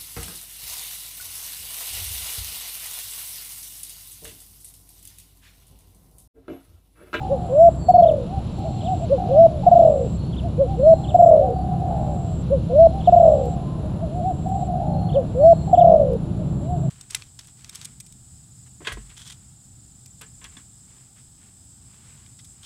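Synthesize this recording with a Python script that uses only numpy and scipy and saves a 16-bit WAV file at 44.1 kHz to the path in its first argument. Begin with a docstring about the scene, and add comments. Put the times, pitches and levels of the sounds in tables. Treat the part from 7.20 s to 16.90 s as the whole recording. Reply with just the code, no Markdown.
"""A walled garden: near the microphone a spotted dove on bare ground coos five times, from a swinging syrinx:
a short hoot, a rising coo, then a rolled coo that breaks into ever faster pulses.
Four doves answer from farther off with pulsed tones; small birds chirp and whistle in gliding tones,
a bush cricket buzzes in regular swells of ringing wing strokes, and tiny noise bursts tick.
Behind them, coloured noise makes road rumble, air, leaves and insects; sines make an engine and a motor."""
import sys
import numpy as np
from scipy import signal
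from scipy.fft import rfft, irfft, next_fast_len
from scipy.io import wavfile
from scipy.ndimage import uniform_filter1d, map_coordinates

SR = 44100
rng = np.random.default_rng(int(sys.argv[2]) if len(sys.argv) > 2 else 0)


def output_pcm(signal):
    """Save a mono or channel-first signal as 16-bit PCM at the path in sys.argv[1].

    Samples are clipped to [-1, 1] before scaling.
    """
    pcm = np.clip(np.atleast_2d(signal).T, -1, 1) * 32767
    wavfile.write(sys.argv[1], SR, np.round(pcm).astype(np.int16))


N = 427769
TIME = np.arange(N) / SR

# All level_db are nominal, before slow drifts, filters and echoes.
# near dove, opening hoots: start_s, level_db
OPENING_HOOTS = [(.09, -19.5), (1.893, -15.5), (3.378, -15), (5.297, -17), (7.938, -16)]
# near dove, rising coos: start_s, end_s, top_pitch_hz, level_db
RISING_COOS = [(.29, .497, 682.7, -8.5), (2.085, 2.272, 673.4, -8), (3.57, 3.745, 659.3, -9.5),
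               (5.495, 5.677, 671.5, -8), (8.145, 8.338, 676.7, -8)]
# near dove, rolled coos: start_s, first_beat_s, slack_kept_per_beat (share), top_pitch_hz, held_loud_s, length_s
ROLLED_COOS = [(.683, 0.053, .796, 739.7, 0.15, .375), (2.463, .049, .7865, 723, 0.18, .407),
               (3.942, 0.045, 0.77, 718, 0.2, 0.4), (5.872, .0492, .76, 722.4, 0.2, .42),
               (8.527, 0.045, .76, 724, 0.2, 0.44)]
# contours of the notes: share_of_length, share_of_top_pitch, level_db
HOOT_CONTOUR = [(0, .78, -22), (.15, .9, -8), (.3, .98, -1), (.42, 1, 0), (.6, .95, -3), (.75, .89, -12),
                (1, .8, -23)]
COO_CONTOUR = [(0, .69, -28), (.15, .75, -16), (.35, .85, -9), (.48, .92, -4.5), (.58, .97, -.5),
               (.75, 1, 0), (.92, .99, 0), (.96, .96, -.5), (.976, .94, -13), (1, .92, -24)]
SYLLABLE_CONTOUR = [(0, .86, -20), (.12, .92, -5), (.24, .96, .3), (.45, 1, -.7), (.72, .98, 0),
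                    (.86, .95, -2.5), (1, .92, -19)]
FAR_COO_CONTOUR = [(0, .76, -15), (.3, .88, -8), (.52, .98, -1), (.68, 1, 0), (.88, .95, -1), (1, .82, -13)]
CHIRP_CONTOUR = [(0, .85, -20), (.09, .94, -2), (.24, .76, -6), (.3, .7, -35), (.4, .7, -18), (.5, .88, -4),
                 (.62, 1.02, -9), (.73, .96, 0), (.88, .8, -2), (1, .67, -14)]
# far doves, voices by name: coo_top_hz, roll_first_hz, roll_last_hz, first_pulses_per_s
FAR_VOICES = {"clear": (763, 742, 565, 49.78), "shrill": (780, 800, 657, 51.84),
              "faint": (795, 775, 685, 51.3), "slow": (728, 745, 720, 33.4)}
# far doves, timing by voice: hoot_to_coo_s, coo_length_s, pause_before_roll_s
FAR_TIMING = {"clear": (.19, .137, .22), "shrill": (.25, .17, .21), "faint": (.19, .16, .17),
              "slow": (.24, .175, .21)}
# far doves, songs: coo_start_s, voice (name), hoot_level_db, coo_level_db, roll_level_db
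FAR_SONGS = [(-.46, "shrill", -33, -33, -30.5), (1.05, "faint", -37, -35, -37),
             (1.62, "clear", -30.5, -24.5, -27), (2.05, "shrill", -30, -31, -30.5),
             (3.41, "faint", -33, -35.5, -37), (3.88, "slow", -35.5, -28.5, -29),
             (4.16, "clear", -31, -24, -28), (4.32, "shrill", -29.5, -37.5, -32.5),
             (5.665, "faint", -32.5, -34.5, -30.5), (6.87, "slow", -40.5, -33.5, -29),
             (6.99, "clear", -30, -24, -27), (7.23, "shrill", -40, -32.5, -31),
             (8.14, "faint", -35.5, -34, -32.5), (9.41, "slow", -37.5, -32, -32),
             (9.80, "clear", -38, -24, -25)]
# small bird, double chirps: start_s, level_db
DOUBLE_CHIRPS = [(.827, -46), (1.603, -46), (3.126, -45.5), (3.836, -45), (5.80, -48), (7.887, -46.5),
                 (8.542, -46)]
# distant birds, thin whistles: start_s, end_s, first_hz, last_hz, level_db
THIN_WHISTLES = [(0.568, 0.871, 4540, 4240, -56.5), (1.27, 1.763, 4450, 4040, -63.5),
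                 (2.928, 3.162, 4240, 4400, -61), (3.559, 3.917, 4220, 4140, -60),
                 (4.31, 4.46, 4600, 4470, -66), (5.482, 5.867, 4260, 4080, -64),
                 (6.37, 6.635, 1017, 1044, -51), (7.663, 7.97, 4210, 4290, -60),
                 (8.164, 8.523, 4290, 4215, -60)]
# faint ticks: time_s, level_db
TICKS = [(.9199, -43), (1.3878, -45), (2.4733, -43), (6.1435, -46), (6.2557, -43), (7.2894, -47),
         (8.9326, -42)]
# road rumble, before its trim: time_s, level_db
ROAD_LEVEL = [(0.0, -28.5), (2.13, -25.5), (6.02, -25), (6.18, -26), (9.54, -24.5), (9.7, -26.5)]
# distant engine: time_s, level_db
ENGINE_LEVEL = [(0, -34.5), (1.9, -39.5), (2.4, -31), (6.1, -29.5), (6.6, -39), (7.4, -33), (9.7, -38)]
# engine orders: multiple_of_firing_rate, level_db
ENGINE_ORDERS = [(2, -1.5), (3, -10.5), (4, -9), (5, -7.5)]
# a far motor speeds up, then drops back: time_s, pitch_hz, level_db
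MOTOR_PASS = [(0, 140, -70), (6.9, 137.2, -44), (7.7, 148.2, -31.5), (9.1, 167.9, -33), (9.4, 130, -30),
              (9.7, 136, -25.5)]
# leaf hiss, before its trim: time_s, level_db
LEAF_HISS = [(0.0, -57), (0.78, -63), (1.05, -55.5), (1.81, -54), (4.38, -60.5), (6.1, -55.5),
             (6.46, -58.5), (7.7, -61), (8.7, -59.5), (9.7, -63.5)]
# noise colours, relative: frequency_hz, density_db (per Hz)
TRAFFIC_COLOUR = [(20, -20.5), (32, -4.5), (48, -9.5), (62, 0.5), (100, 0.5), (130, 1.5), (175, 0.5),
                  (215, -5.5), (260, -12), (335, -11.5), (400, -18.5), (480, -25.5)]
AIR_COLOUR = [(300, -6), (430, 0.5), (600, 6), (800, -1), (1000, -5.5), (1400, -13), (1900, -23),
              (3000, -31.5), (6000, -40.5), (9000, -37.5), (12000, -44.5), (16000, -47.5)]
LEAF_COLOUR = [(1200, -23.5), (2000, -4), (2800, 6.5), (3300, 5), (4100, 6), (4800, -3), (6200, -6),
               (8500, -23.5), (12000, -42)]
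CHORUS_COLOUR = [(6500, -31), (6900, -4), (7200, 2.5), (7600, -4.5), (8100, -9.5), (9000, -17.5),
                 (9700, -7.5), (10200, -1.5), (10700, -6.5), (11500, -27.5)]

# near dove
HOOT_S, HOOT_HZ = .09, 564  # the length also serves the far doves; the pitch is the hoot's top
FASTEST_BEAT_S = .014  # the beats of a roll shrink towards this
FIRST_GAP_S, GAP_KEEPS, LEAST_GAP_S = .017, .27, .0035  # the silence between syllables closes up quickly
THIRD_EARLY_S = .0035  # the third syllable catches a little early
ROLL_DB, ROLL_FADE_DB_PER_S = -9.5, 91
ROLL_LAST_HZ, ROLL_BEND = 458, 1.7  # the pitch sinks, slowly at first
# far doves
FAR_HOOT_PITCH = .88  # share of the coo's top pitch
FAR_ROLL_S = .45
# small bird and cricket
CHIRP_S, CHIRP_HZ = .083, 3693
FIRST_BUZZ_END_S, BUZZ_EVERY_S, BUZZ_S = .728, 1.125, .55
STROKES_PER_S, BUZZ_DB = 158.8, -54
# microphone
CUTOFF_HZ = 15800


def from_db(db):
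    """Decibels to amplitude."""
    return 10 ** (np.asarray(db) / 20)


def rms_one(x):
    """Scale to an rms of 1."""
    return x / np.sqrt(np.mean(x ** 2) + 1e-20)


def along(rows, at):
    """The columns of a table, joined by straight lines."""
    first, *columns = np.transpose(rows)
    return [np.interp(at, first, c) for c in columns]


def drift(rate, size=N):
    """Smooth chance of spread about 1 that changes about rate times a second."""
    knots = rng.standard_normal(size // 20 + 8)
    places = np.arange(size) * min(rate / SR, 1 / 20) + 2
    return map_coordinates(knots, [places], order=2, mode="mirror")


def sine(hz):
    """A pure tone that follows a moving pitch."""
    return np.sin(2 * np.pi * np.cumsum(hz) / SR)


def noise(spectrum):
    """Steady noise of a given colour, falling away outside it; rms 1."""
    hz, db = np.transpose(spectrum)
    size = next_fast_len(N)
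    bins = np.maximum(np.fft.rfftfreq(size, 1 / SR), 1)
    gain = from_db(np.interp(np.log(bins), np.log(hz), db))
    gain *= np.minimum(1, bins / hz[0]) ** 2 * np.minimum(1, hz[-1] / bins) ** 6
    return rms_one(irfft(rfft(rng.standard_normal(size)) * gain, size)[:N])


def band(x, low_hz, high_hz):
    """Pass what lies between two frequencies."""
    sos = signal.butter(2, [low_hz, min(high_hz, .45 * SR)], "band", fs=SR, output="sos")
    return signal.sosfilt(sos, x + 1e-18)


def progress(start, end):
    """Runs from 0 to 1 over a note."""
    return np.linspace(0, 1, max(int((end - start) * SR), 200))


def add(out, start, sound):
    """Lay a sound in at its time, its ends rounded over a millisecond or two."""
    at = int(start * SR)
    rounded = sound * signal.windows.tukey(len(sound), min(140 / len(sound), 1))
    heard, at = rounded[max(-at, 0):], max(at, 0)
    out[at:at + len(heard)] += heard[:max(N - at, 0)]


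def notes(rows, shape, waver, shimmer_db, frailty=0):
    """Nearly pure notes on one contour of pitch and level; frailty changes the tremble where they are soft."""
    out = np.zeros(N)
    for start, end, hz, db in rows:
        u = progress(start, end)
        ratio, swell_db = along(shape, u)
        tremble = (-.5 + frailty * np.tanh(np.abs(swell_db) / 8)) * drift(140, size=len(u))
        level = uniform_filter1d(from_db(db + swell_db + shimmer_db * tremble), size=90)
        add(out, start, level * sine(hz * ratio * (1 + waver * tremble)))
    return out


def rolls(rows, bend, fade_db, quicken, arch, uneven_db, sharpness, slip):
    """The syrinx opens and shuts ever faster as pitch and level sink; each pulse is a little arch of pitch."""
    out = np.zeros(N)
    for start, end, first_hz, last_hz, db, per_s in rows:
        u = progress(start, end)
        pulse_rate = per_s * (1 + quicken * u) * (1 + .08 * drift(40, size=len(u)))
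        pulses = np.cumsum(pulse_rate) / SR
        opening = np.abs(np.sin(np.pi * pulses))
        # the pitch slips each time the syrinx shuts, so no pulse is in step with the last
        stray = slip * (1 - opening) * drift(160, size=len(u))
        sinking_hz = first_hz + (last_hz - first_hz) * u ** bend
        hz = sinking_hz * (1 + arch * (opening - .85) + stray)
        level = from_db(db - fade_db * u ** bend + uneven_db * drift(40, size=len(u)))
        pulsing = uniform_filter1d(opening ** sharpness, size=90)
        add(out, start, level * pulsing * sine(hz))
    return out


def garden(x, t60, wall_s, wall_db, scatter_db):
    """One echo from the wall or the ground, and a thin tail scattered by the plants."""
    t = np.arange(SR // 2) / SR
    tail = rng.standard_normal(len(t)) * from_db(-60 * t / t60) * np.minimum(t / .02, 1)
    response = from_db(scatter_db) * tail / np.sqrt(np.sum(tail ** 2))
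    response[0] += 1  # direct sound
    response[int(np.clip(wall_s, 0, .4) * SR)] += from_db(wall_db)
    return x + signal.fftconvolve(x, response)[:N]


def near_dove(octave_db=-55, whistle_db=-65, loudest=.35):
    """The syrinx swings within a limit; the crop passes the fundamental, a trace of octave and a high overtone."""
    hoots = [(s, s + HOOT_S, HOOT_HZ, db) for s, db in OPENING_HOOTS]
    syllables, flutters = roll_parts()
    voice = notes(hoots, HOOT_CONTOUR, waver=.016, shimmer_db=1.1, frailty=1.2)
    voice += notes(RISING_COOS, COO_CONTOUR, waver=.009, shimmer_db=.7, frailty=3.0)
    voice += notes(syllables, SYLLABLE_CONTOUR, waver=.006, shimmer_db=.7)
    voice += rolls(flutters, bend=.95, fade_db=15, quicken=.15, arch=.1, uneven_db=2.2, sharpness=1.4, slip=.13)
    analytic = signal.hilbert(voice, next_fast_len(N))[:N]
    level, phase = np.abs(analytic), np.angle(analytic)
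    swing = level / (1 + (level / loudest) ** 12) ** (1 / 12)
    effort = swing / loudest
    # the octave shows most in the soft, low parts of a note
    octave = np.tanh(level / .08) * (1 - .7 * effort) * np.cos(2 * phase) * from_db(3 * drift(110))
    # the seventh and eighth partials whistle through mostly at full effort
    partials = band(np.cos(7 * phase) + np.cos(8 * phase), 5050, 5480)
    whistle = effort ** 3 * from_db(3 * drift(90)) * partials
    fundamental = band(swing * np.cos(phase), 270, 1250)
    voice = fundamental + from_db(octave_db) * octave + from_db(whistle_db) * whistle
    return garden(voice, t60=.38, wall_s=.006, wall_db=-24, scatter_db=-18)


def roll_parts(count=8):
    """Each roll opens with syllables that come ever faster, sink and fade, until they run into a flutter."""
    syllables, flutters, k = [], [], np.arange(count + 1)
    for start, first_beat, keeps, top_hz, hold, length in ROLLED_COOS:
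        beat = FASTEST_BEAT_S + (first_beat - FASTEST_BEAT_S) * keeps ** k
        t = np.cumsum(beat) - beat
        end = t + beat - LEAST_GAP_S - FIRST_GAP_S * GAP_KEEPS ** k
        hz = top_hz + (ROLL_LAST_HZ - top_hz) * (t / length) ** ROLL_BEND
        db = ROLL_DB - ROLL_FADE_DB_PER_S * np.maximum(t - hold, 0)
        t = t - THIRD_EARLY_S * (k == 2)
        # no two syllables are held equally long or pressed equally hard
        chance = rng.standard_normal((count + 1, 2))
        end = end + .0012 * chance[:, 0]
        db = db + .9 * chance[:, 1]
        syllables += list(zip(start + t, start + end, hz, db))[:-1]
        flutters.append((start + t[-1], start + length, hz[-1], ROLL_LAST_HZ, db[-1], 1 / beat[-1]))
    return syllables, flutters


def far_doves():
    """Four doves on other perches sing hoot, coo and roll in their own voices; the rolls blur among the trees."""
    hoots, coos, purrs = [], [], []
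    for s, name, hoot_db, coo_db, roll_db in FAR_SONGS:
        hz, first_hz, last_hz, per_s = FAR_VOICES[name]
        lead, length, pause = FAR_TIMING[name]
        roll_s = s + length + pause
        hoots.append((s - lead, s - lead + HOOT_S, hz * FAR_HOOT_PITCH, hoot_db))
        coos.append((s, s + length, hz, coo_db))
        purrs.append((roll_s, roll_s + FAR_ROLL_S, first_hz, last_hz, roll_db, per_s))
    songs = notes(hoots, HOOT_CONTOUR, waver=.008, shimmer_db=2.5)
    songs += notes(coos, FAR_COO_CONTOUR, waver=.0031, shimmer_db=2.9)
    songs += rolls(purrs, bend=1.8, fade_db=7, quicken=.55, arch=.12, uneven_db=1.2, sharpness=1.3, slip=.09)
    return garden(songs, t60=.45, wall_s=.025, wall_db=-17, scatter_db=-9)


def small_birds(flicker_db=4, waver=.008):
    """Quick double chirps, and thin gliding whistles that flicker through the trees."""
    whistles = np.zeros(N)
    for start, end, first_hz, last_hz, db in THIN_WHISTLES:
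        u = progress(start, end)
        hz = (first_hz + (last_hz - first_hz) * u) * (1 + waver * drift(200, size=len(u)))
        level = from_db(db + flicker_db * np.tanh(drift(80, size=len(u))))
        add(whistles, start, level * np.sin(np.pi * u) * sine(hz))
    chirp_rows = [(s, s + CHIRP_S, CHIRP_HZ, db) for s, db in DOUBLE_CHIRPS]
    chirps = notes(chirp_rows, CHIRP_CONTOUR, waver=.01, shimmer_db=1.1)
    return garden(chirps + whistles, t60=.17, wall_s=.012, wall_db=-18.5, scatter_db=-4.5)


def cricket(ring_hz=7540, sag_hz=500, swell_db=12, octave_db=-32, ragged_db=1.0):
    """Each wing stroke rings the wing, falling slightly; steadily paced buzzes swell and stop dead."""
    strokes = np.cumsum(STROKES_PER_S * (1 + .0066 * drift(5.5))) / SR
    through = strokes % 1
    # no stroke is in step with the last
    stroke_offset = rng.random(N)[strokes.astype(int)]
    phase = 2 * np.pi * (np.cumsum(ring_hz + sag_hz * (.5 - through)) / SR + stroke_offset)
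    ringing = np.sin(phase) + from_db(octave_db) * np.sin(2 * phase)
    buzz = rms_one(np.sin(np.pi * through) ** 2 * ringing)
    level = np.zeros(N)
    for end in np.arange(FIRST_BUZZ_END_S, N / SR + BUZZ_S, BUZZ_EVERY_S):
        u = progress(end - BUZZ_S, end)
        add(level, end - BUZZ_S, from_db(BUZZ_DB - swell_db * (1 - u) ** 2))
    return level * from_db(ragged_db * drift(110)) * buzz


def ticks():
    """Tiny dry cracks: noise bursts that fall 40 dB in 13 ms."""
    out = np.zeros(N)
    for s, db in TICKS:
        u = progress(s, s + .013)
        add(out, s - .001, from_db(db - 40 * u) * rng.standard_normal(len(u)))
    return band(out, 2500, 15000)


def traffic(firing_hz=32.72, rumble_db=-.18, upper_db=-3):
    """Road rumble, an engine's wavering hum and the fifth and sixth orders of a motor going by."""
    road_db, = along(ROAD_LEVEL, TIME)
    rumble = from_db(road_db + rumble_db) * noise(TRAFFIC_COLOUR)
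    firing = firing_hz * (1 + .012 * drift(3.6))
    hum = sum(from_db(db + 2.5 * drift(8)) * sine(k * firing) for k, db in ENGINE_ORDERS)
    hum_db, = along(ENGINE_LEVEL, TIME)
    pass_hz, pass_db = along(MOTOR_PASS, TIME)
    pass_hz = pass_hz * (1 + .008 * drift(25))
    lower, upper = sine(pass_hz), sine(pass_hz * 6 / 5)
    motor = from_db(pass_db + 2.8 * drift(12)) * (lower + from_db(upper_db) * upper)
    return rumble + np.sqrt(2) * (from_db(hum_db) * hum + motor)  # root 2 gives a sine an rms of 1


def surroundings(air_db=-43, leaves_db=.7, chorus_db=-64):
    """Open air, hissing leaves and a steady chorus of insects, all coloured noise."""
    hiss_db, = along(LEAF_HISS, TIME)
    air = from_db(air_db + 1.0 * drift(4.6)) * noise(AIR_COLOUR)
    leaves = from_db(hiss_db + leaves_db + .64 * drift(16)) * noise(LEAF_COLOUR)
    chorus = from_db(chorus_db + 1.5 * drift(160)) * noise(CHORUS_COLOUR)
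    return air + leaves + chorus


def scene():
    """The garden from the nearest dove to the open air, on one channel."""
    birds = near_dove() + far_doves() + small_birds()
    return (birds + cricket() + ticks() + traffic() + surroundings())[None]


def record(dry):
    """One microphone: the ends are eased and the top is cut steeply."""
    eased = dry * signal.windows.tukey(N, .002)
    top_cut = signal.ellip(10, .1, 90, CUTOFF_HZ, fs=SR, output="sos")
    return signal.sosfilt(top_cut, eased)


dry = scene()
out = record(dry)
output_pcm(out)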